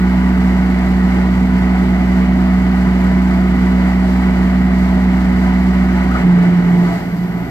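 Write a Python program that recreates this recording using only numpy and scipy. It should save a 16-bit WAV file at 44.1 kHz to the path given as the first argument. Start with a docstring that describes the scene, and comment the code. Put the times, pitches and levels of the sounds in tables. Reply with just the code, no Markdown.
"""Outdoors at night, a pump motor runs in a steel cabinet: a deep shaft hum, a rush of air and water,
a thin drive whine. Near the end the drive eases off: the shaft shake dies away, the third order sinks
into a cabinet resonance and booms, water swishes in the pipe and the whine smears into hiss.
Then the pipe sings, and the booming drone and the rush fall away as the pump drops to idle."""
import sys
import numpy as np
from scipy.fft import rfft, irfft, next_fast_len
from scipy.io import wavfile
from scipy.ndimage import map_coordinates

SR = 44100
rng = np.random.default_rng(int(sys.argv[2]) if len(sys.argv) > 2 else 0)


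def persist_wave(psi):
    """Save psi, clipped to +-1, as 16-bit WAV."""
    counts = np.round(np.clip(psi, -1, 1) * 32767).astype(np.int16)
    wavfile.write(sys.argv[1], SR, np.atleast_2d(counts).T)


N = 330750

# The pump winds down in two steps: full load, eased, idle. Each fade spans twice its half-length.
EASE_S, EASE_HALF_S = 6.235, 0.0078
IDLE_S, IDLE_HALF_S = 6.92, 0.045


def amp(db):
    """Decibels to gain."""
    return 10 ** (np.asarray(db) / 20)


def unit(x):
    """Scale to rms 1."""
    return x / np.sqrt(np.mean(x ** 2) + 1e-20)


def along(points, hz):
    """Read a curve of (Hz, value) points on a log frequency axis."""
    freqs, values = np.transpose(points)
    return np.interp(np.log(hz + 1), np.log(freqs + 1), values)


def seconds():
    """The time of every sample."""
    return np.arange(N) / SR


def fade_in(centre_s, half_s):
    """A smooth step from 0 to 1 around centre_s."""
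    return (1 + np.tanh((seconds() - centre_s) / half_s)) / 2


def swell(peak_s, half_s):
    """A smooth rise to 1 at peak_s and back."""
    return np.exp(-((seconds() - peak_s) / half_s) ** 2)


def wobble(rate):
    """A smooth random curve with `rate` knots a second."""
    knots = rng.standard_normal(int(N * rate / SR) + 4)
    return map_coordinates(knots, [np.arange(N) * rate / SR])


def load_fader(full_db, eased_db, idle_db, idle_lag_s=0):
    """Gain of a layer as the pump steps from full load to eased to idle."""
    eased = fade_in(EASE_S, EASE_HALF_S)
    idle = fade_in(IDLE_S + idle_lag_s, IDLE_HALF_S)
    return amp(full_db + (eased_db - full_db) * eased + (idle_db - eased_db) * idle)


def filtered(x, response):
    """Shape x with a complex response, a function of Hz."""
    size = next_fast_len(N + SR // 2)
    hz = np.fft.rfftfreq(size, 1 / SR)
    return irfft(rfft(x, size) * response(hz), size)[..., :N]


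def bell(hz, centre_hz, width_hz):
    """The peak of one resonance, 1 at its centre."""
    return 1 / (1 + (2 * (hz - centre_hz) / width_hz) ** 2)


def stereo_noise(colour):
    """Coloured noise of rms 1: narrow through the mids, wider in the deep bass, widest in the treble."""
    # Each row: frequency in Hz, likeness of left and right from 0 to 1.
    likeness = [(40, 0.36), (100, 0.49), (150, 1), (300, 0.96), (520, 0.84), (780, 1), (1120, 0.94),
                (1400, 0.99), (2200, 0.96), (3000, 0.56), (4400, 0.11), (6000, 0.091), (14000, 0.12)]
    def mid_and_side(hz):
        spread = np.arccos(np.clip(along(likeness, hz), 0, 1)) / 2
        return colour(hz) * np.array([np.cos(spread), np.sin(spread)])
    mid, side = filtered(rng.standard_normal((2, N)), mid_and_side)
    return unit(np.array([mid + side, mid - side]))


def through_cabinet(spectrum):
    """Turbulence lifted at the resonances of cabinet and grille; many weaker modes ripple its colour."""
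    # Each row: resonance in Hz, width in Hz, lift in dB.
    panels = [(354.3, 21, 13), (434, 15, 5), (559.5, 16, 6), (618, 25, 3.5), (670, 14, 6), (732, 18, 5),
              (775, 42, 2.5), (865, 65, 6), (987.3, 17.4, 10.5), (1155, 9.4, 9), (1271, 28, 6.5),
              (1468, 18, 6), (1553, 25, 7), (1750, 19, 7), (1910, 24, 4), (1998, 50, 4.5), (2174, 22, 3.5),
              (2730, 45, 1), (2922, 56, 7), (4035, 120, 5.5), (4600, 290, 6.5), (6000, 250, 2),
              (7460, 300, 5), (8220, 400, 4), (9400, 350, 3.5)]
    ripple_hz = np.arange(0, SR / 2, 22)
    ripple_db = 1.1 * rng.standard_normal(len(ripple_hz)) * (ripple_hz > 1000)
    def colour(hz):
        lift_db = sum(db * bell(hz, centre, width) for centre, width, db in panels)
        return amp(along(spectrum, hz) + lift_db + np.interp(hz, ripple_hz, ripple_db))
    return stereo_noise(colour)


def drone_gain():
    """The motor's drone falters, booms when the drive eases, slowly sags, and flutters at idle."""
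    sag_db_per_s, flutter_hz = 4, 18
    since_ease_s = seconds() - EASE_S
    falter_db = 9.5 * np.exp(-np.abs(since_ease_s) / 0.11) * (1 - fade_in(EASE_S, EASE_HALF_S))
    sag_db = sag_db_per_s * np.maximum(since_ease_s, 0)
    flutter_depth = 0.58 * fade_in(IDLE_S, IDLE_HALF_S)
    flutter = flutter_depth * np.sin(2 * np.pi * flutter_hz * seconds() + wobble(3.8))
    waver_db = 0.22 * wobble(6.7)
    return load_fader(-13.5, -9, -20.5) * amp(waver_db - falter_db - sag_db) * (1 + flutter)


def motor():
    """Orders locked to the shaft throb once a turn; the third drives the cabinet as a loud drone."""
    # Each row: multiple of the shaft speed, relative level in dB.
    shake_orders = [(1, 1), (2, -20.5), (4, -3.5), (5, -15.5), (6, -42.5), (7, -29.5)]
    full_hz, eased_hz, slows_at_s = 62, 58.75, 6.17
    def settled(lag_s):
        return 1 - np.exp(-np.maximum(seconds() - slows_at_s, 0) / lag_s)
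    speed_hz = full_hz + (eased_hz - full_hz) * settled(lag_s=0.09)
    shaft_angle = 2 * np.pi * np.cumsum(speed_hz) / SR + 0.012 * wobble(9)
    def order(k):
        lead = np.pi / 2 * (k % 2 == 0)  # even orders run a quarter cycle ahead
        return np.sqrt(2) * np.cos(k * shaft_angle + lead)
    shake = sum(amp(db) * order(k) for k, db in shake_orders)
    shake_db = -19.5 - 18.5 * settled(lag_s=0.17)  # dies away as the speed drops
    return amp(shake_db) * shake + drone_gain() * order(3)


def mains_hum(hum_hz=120):
    """The supply hums faintly at twice the mains frequency."""
    return load_fader(-34.5, -32, -28.5) * np.sin(2 * np.pi * hum_hz * seconds())


def casing_rumble():
    """Turbulence rumbles in the casing and keeps the cabinet's air resonance sounding unevenly."""
    # Each row: frequency in Hz, relative noise density in dB.
    rumble_spectrum = [(15, -23), (40, -10), (85, -4), (112, -8.5), (150, 0), (220, -3), (275, -1),
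                       (330, -11), (400, -10.5), (460, -12), (500, -21), (700, -42), (1500, -88)]
    air_boom = stereo_noise(lambda hz: bell(hz, centre_hz=176, width_hz=24))
    rumble = through_cabinet(rumble_spectrum)
    return load_fader(-23.5, -20.5, -25) * rumble + load_fader(-30.5, -28, -25) * air_boom


def rush_and_spray():
    """Air and water rush behind the grille; fine spray in the pump flutters on top. Both surge."""
    # Each row of both: frequency in Hz, relative noise density in dB.
    rush_spectrum = [(300, -40), (495, -8.5), (560, -5), (660, -1.5), (900, -6.5), (1100, -7), (1480, -5.5),
                     (1720, -12.5), (2050, -3.5), (2300, -9.5), (2650, -16), (3500, -22.5), (4500, -31.5),
                     (15500, -74.5)]
    spray_spectrum = [(2000, -31.5), (3500, -3), (5000, -2), (6500, -6), (8000, -8.5), (9000, -14),
                      (10500, -12.5), (13500, -9.5), (15500, -16.5)]
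    # Each row: peak of a flow surge in seconds, half-length in seconds, rush lift in dB, spray lift in dB.
    surges = [(5.992, .07, 1.5, 2), (6.174, .05, 2.3, 2), (6.443, 0.053, 2, 2.5), (6.893, 0.22, 0.4, 4.3)]
    flow_lag_s = 0.074  # the water reaches idle after the motor
    rush_db = 0.4 * wobble(12) + sum(db * swell(peak_s, half_s) for peak_s, half_s, db, _ in surges)
    flutter_db = 0.6 * wobble(10) + 0.7 * wobble(90)
    spray_db = flutter_db + sum(db * swell(peak_s, half_s) for peak_s, half_s, _, db in surges)
    rush = load_fader(-26, -27, -32, flow_lag_s) * amp(rush_db) * through_cabinet(rush_spectrum)
    spray = load_fader(-44.5, -47, -49, flow_lag_s) * amp(spray_db) * through_cabinet(spray_spectrum)
    waver_db = 0.33 * wobble(12)
    return amp(waver_db) * (rush + spray)


def drive_whine():
    """The drive's switching tones smear into a narrow hiss once it eases; the hiss steps up at idle."""
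    # Each row: switching tone in Hz, relative level in dB.
    switching_tones = [(8683, -8.5), (11660, 0.5), (11789, -4.5), (11913, -7), (12037, -5.5), (12290, -5.5)]
    tones = np.zeros(N)
    for tone_hz, db in switching_tones:
        shimmer = amp(db + 2.5 * wobble(5))
        tones += shimmer * np.sin(2 * np.pi * tone_hz * seconds() + 0.8 * wobble(25))
    loaded_band = stereo_noise(lambda hz: bell(hz, centre_hz=11900, width_hz=900))
    idle_band = amp(3) * stereo_noise(lambda hz: bell(hz, centre_hz=12200, width_hz=900))
    idle = fade_in(IDLE_S, IDLE_HALF_S)
    band = (1 - idle) * loaded_band + idle * idle_band
    smear = fade_in(centre_s=6.55, half_s=0.1)
    tones_db = np.interp(smear, [0, 1], [-60.5, -78])
    band_db = np.interp(smear, [0, 1], [-70, -56.8])
    return amp(tones_db) * unit(tones) + amp(band_db) * band


def hiss_bed():
    """A faint even hiss lies under everything."""
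    return amp(-63) * rng.standard_normal((2, N))


def pipe_swishes():
    """Short bands of noise glide upward as the flow in the pipe changes."""
    # Each row: peak in seconds, half-length in seconds, start Hz, end Hz, width in Hz, level in dB.
    swishes = [(6.117, 0.02, 1135, 1466, 201, -26), (6.158, 0.012, 1199, 1476, 300, -21.5),
               (6.2, 0.018, 1465, 1690, 296, -34.5), (6.426, 0.021, 1304, 1415, 890, -48)]
    water = np.zeros(N)
    for peak_s, half_s, start_hz, end_hz, width_hz, db in swishes:
        glide_hz = np.interp(seconds(), [peak_s - half_s, peak_s + half_s], [start_hz, end_hz])
        phase = 2 * np.pi * np.cumsum(glide_hz) / SR
        band = wobble(width_hz) * np.sin(phase) + wobble(width_hz) * np.cos(phase)
        water += amp(db) * swell(peak_s, half_s) * unit(band)
    return water


def pipe_whistle(pitch_hz=679):
    """The pipe sings twice on one wavering note as the flow dies down, then holds it faintly at idle."""
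    # Each row: peak in seconds, half-length in seconds, level in dB.
    notes = [(6.774, 0.066, -30.5), (6.929, 0.039, -28)]
    swells = sum(amp(db) * swell(peak_s, half_s) for peak_s, half_s, db in notes)
    held = amp(-42) * fade_in(IDLE_S, IDLE_HALF_S)
    phase = 2 * np.pi * pitch_hz * seconds() + 0.35 * wobble(25)
    return (swells + held) * unit(np.sin(phase))


def scene():
    """Mix the pump and its pipe; each frequency reaches left and right at its own level and phase."""
    # Each row: frequency in Hz, left minus right level in dB.
    balance = [(60, -1), (200, -2.0), (360, -5), (480, -7.5), (630, 13), (830, -2.2), (1100, 2.2),
               (1450, 3.7), (1720, 5.5), (2000, -7), (2700, 1.5), (4300, 0.9), (7200, 11), (10000, 0),
               (12000, 6), (15000, 9)]
    # Each row: frequency in Hz, phase lead of the left side in radians.
    left_lead = [(240, 0.12), (400, 0.37), (540, 2.24), (660, 0.35), (820, 0.42), (1050, 1.4), (1550, 1.5),
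                 (1800, 0.2), (2050, 1.83), (2350, 1.8), (2700, 3.89)]
    def stereo_image(hz):
        sides = np.array([[1], [-1]]) / 2
        pan = amp(sides * along(balance, hz))
        pan /= np.sqrt(np.mean(pan ** 2, axis=0))  # constant power
        return pan * np.exp(1j * sides * along(left_lead, hz))
    hum = motor() + mains_hum() + casing_rumble()
    flow = rush_and_spray() + pipe_swishes() + pipe_whistle()
    return filtered(hum + flow + drive_whine() + hiss_bed(), stereo_image)


def record(dry):
    """A brick-wall low-pass trims the very top of the treble."""
    cutoff_hz = 15790
    return filtered(dry, lambda hz: hz < cutoff_hz)


dry = scene()
out = record(dry)
persist_wave(out)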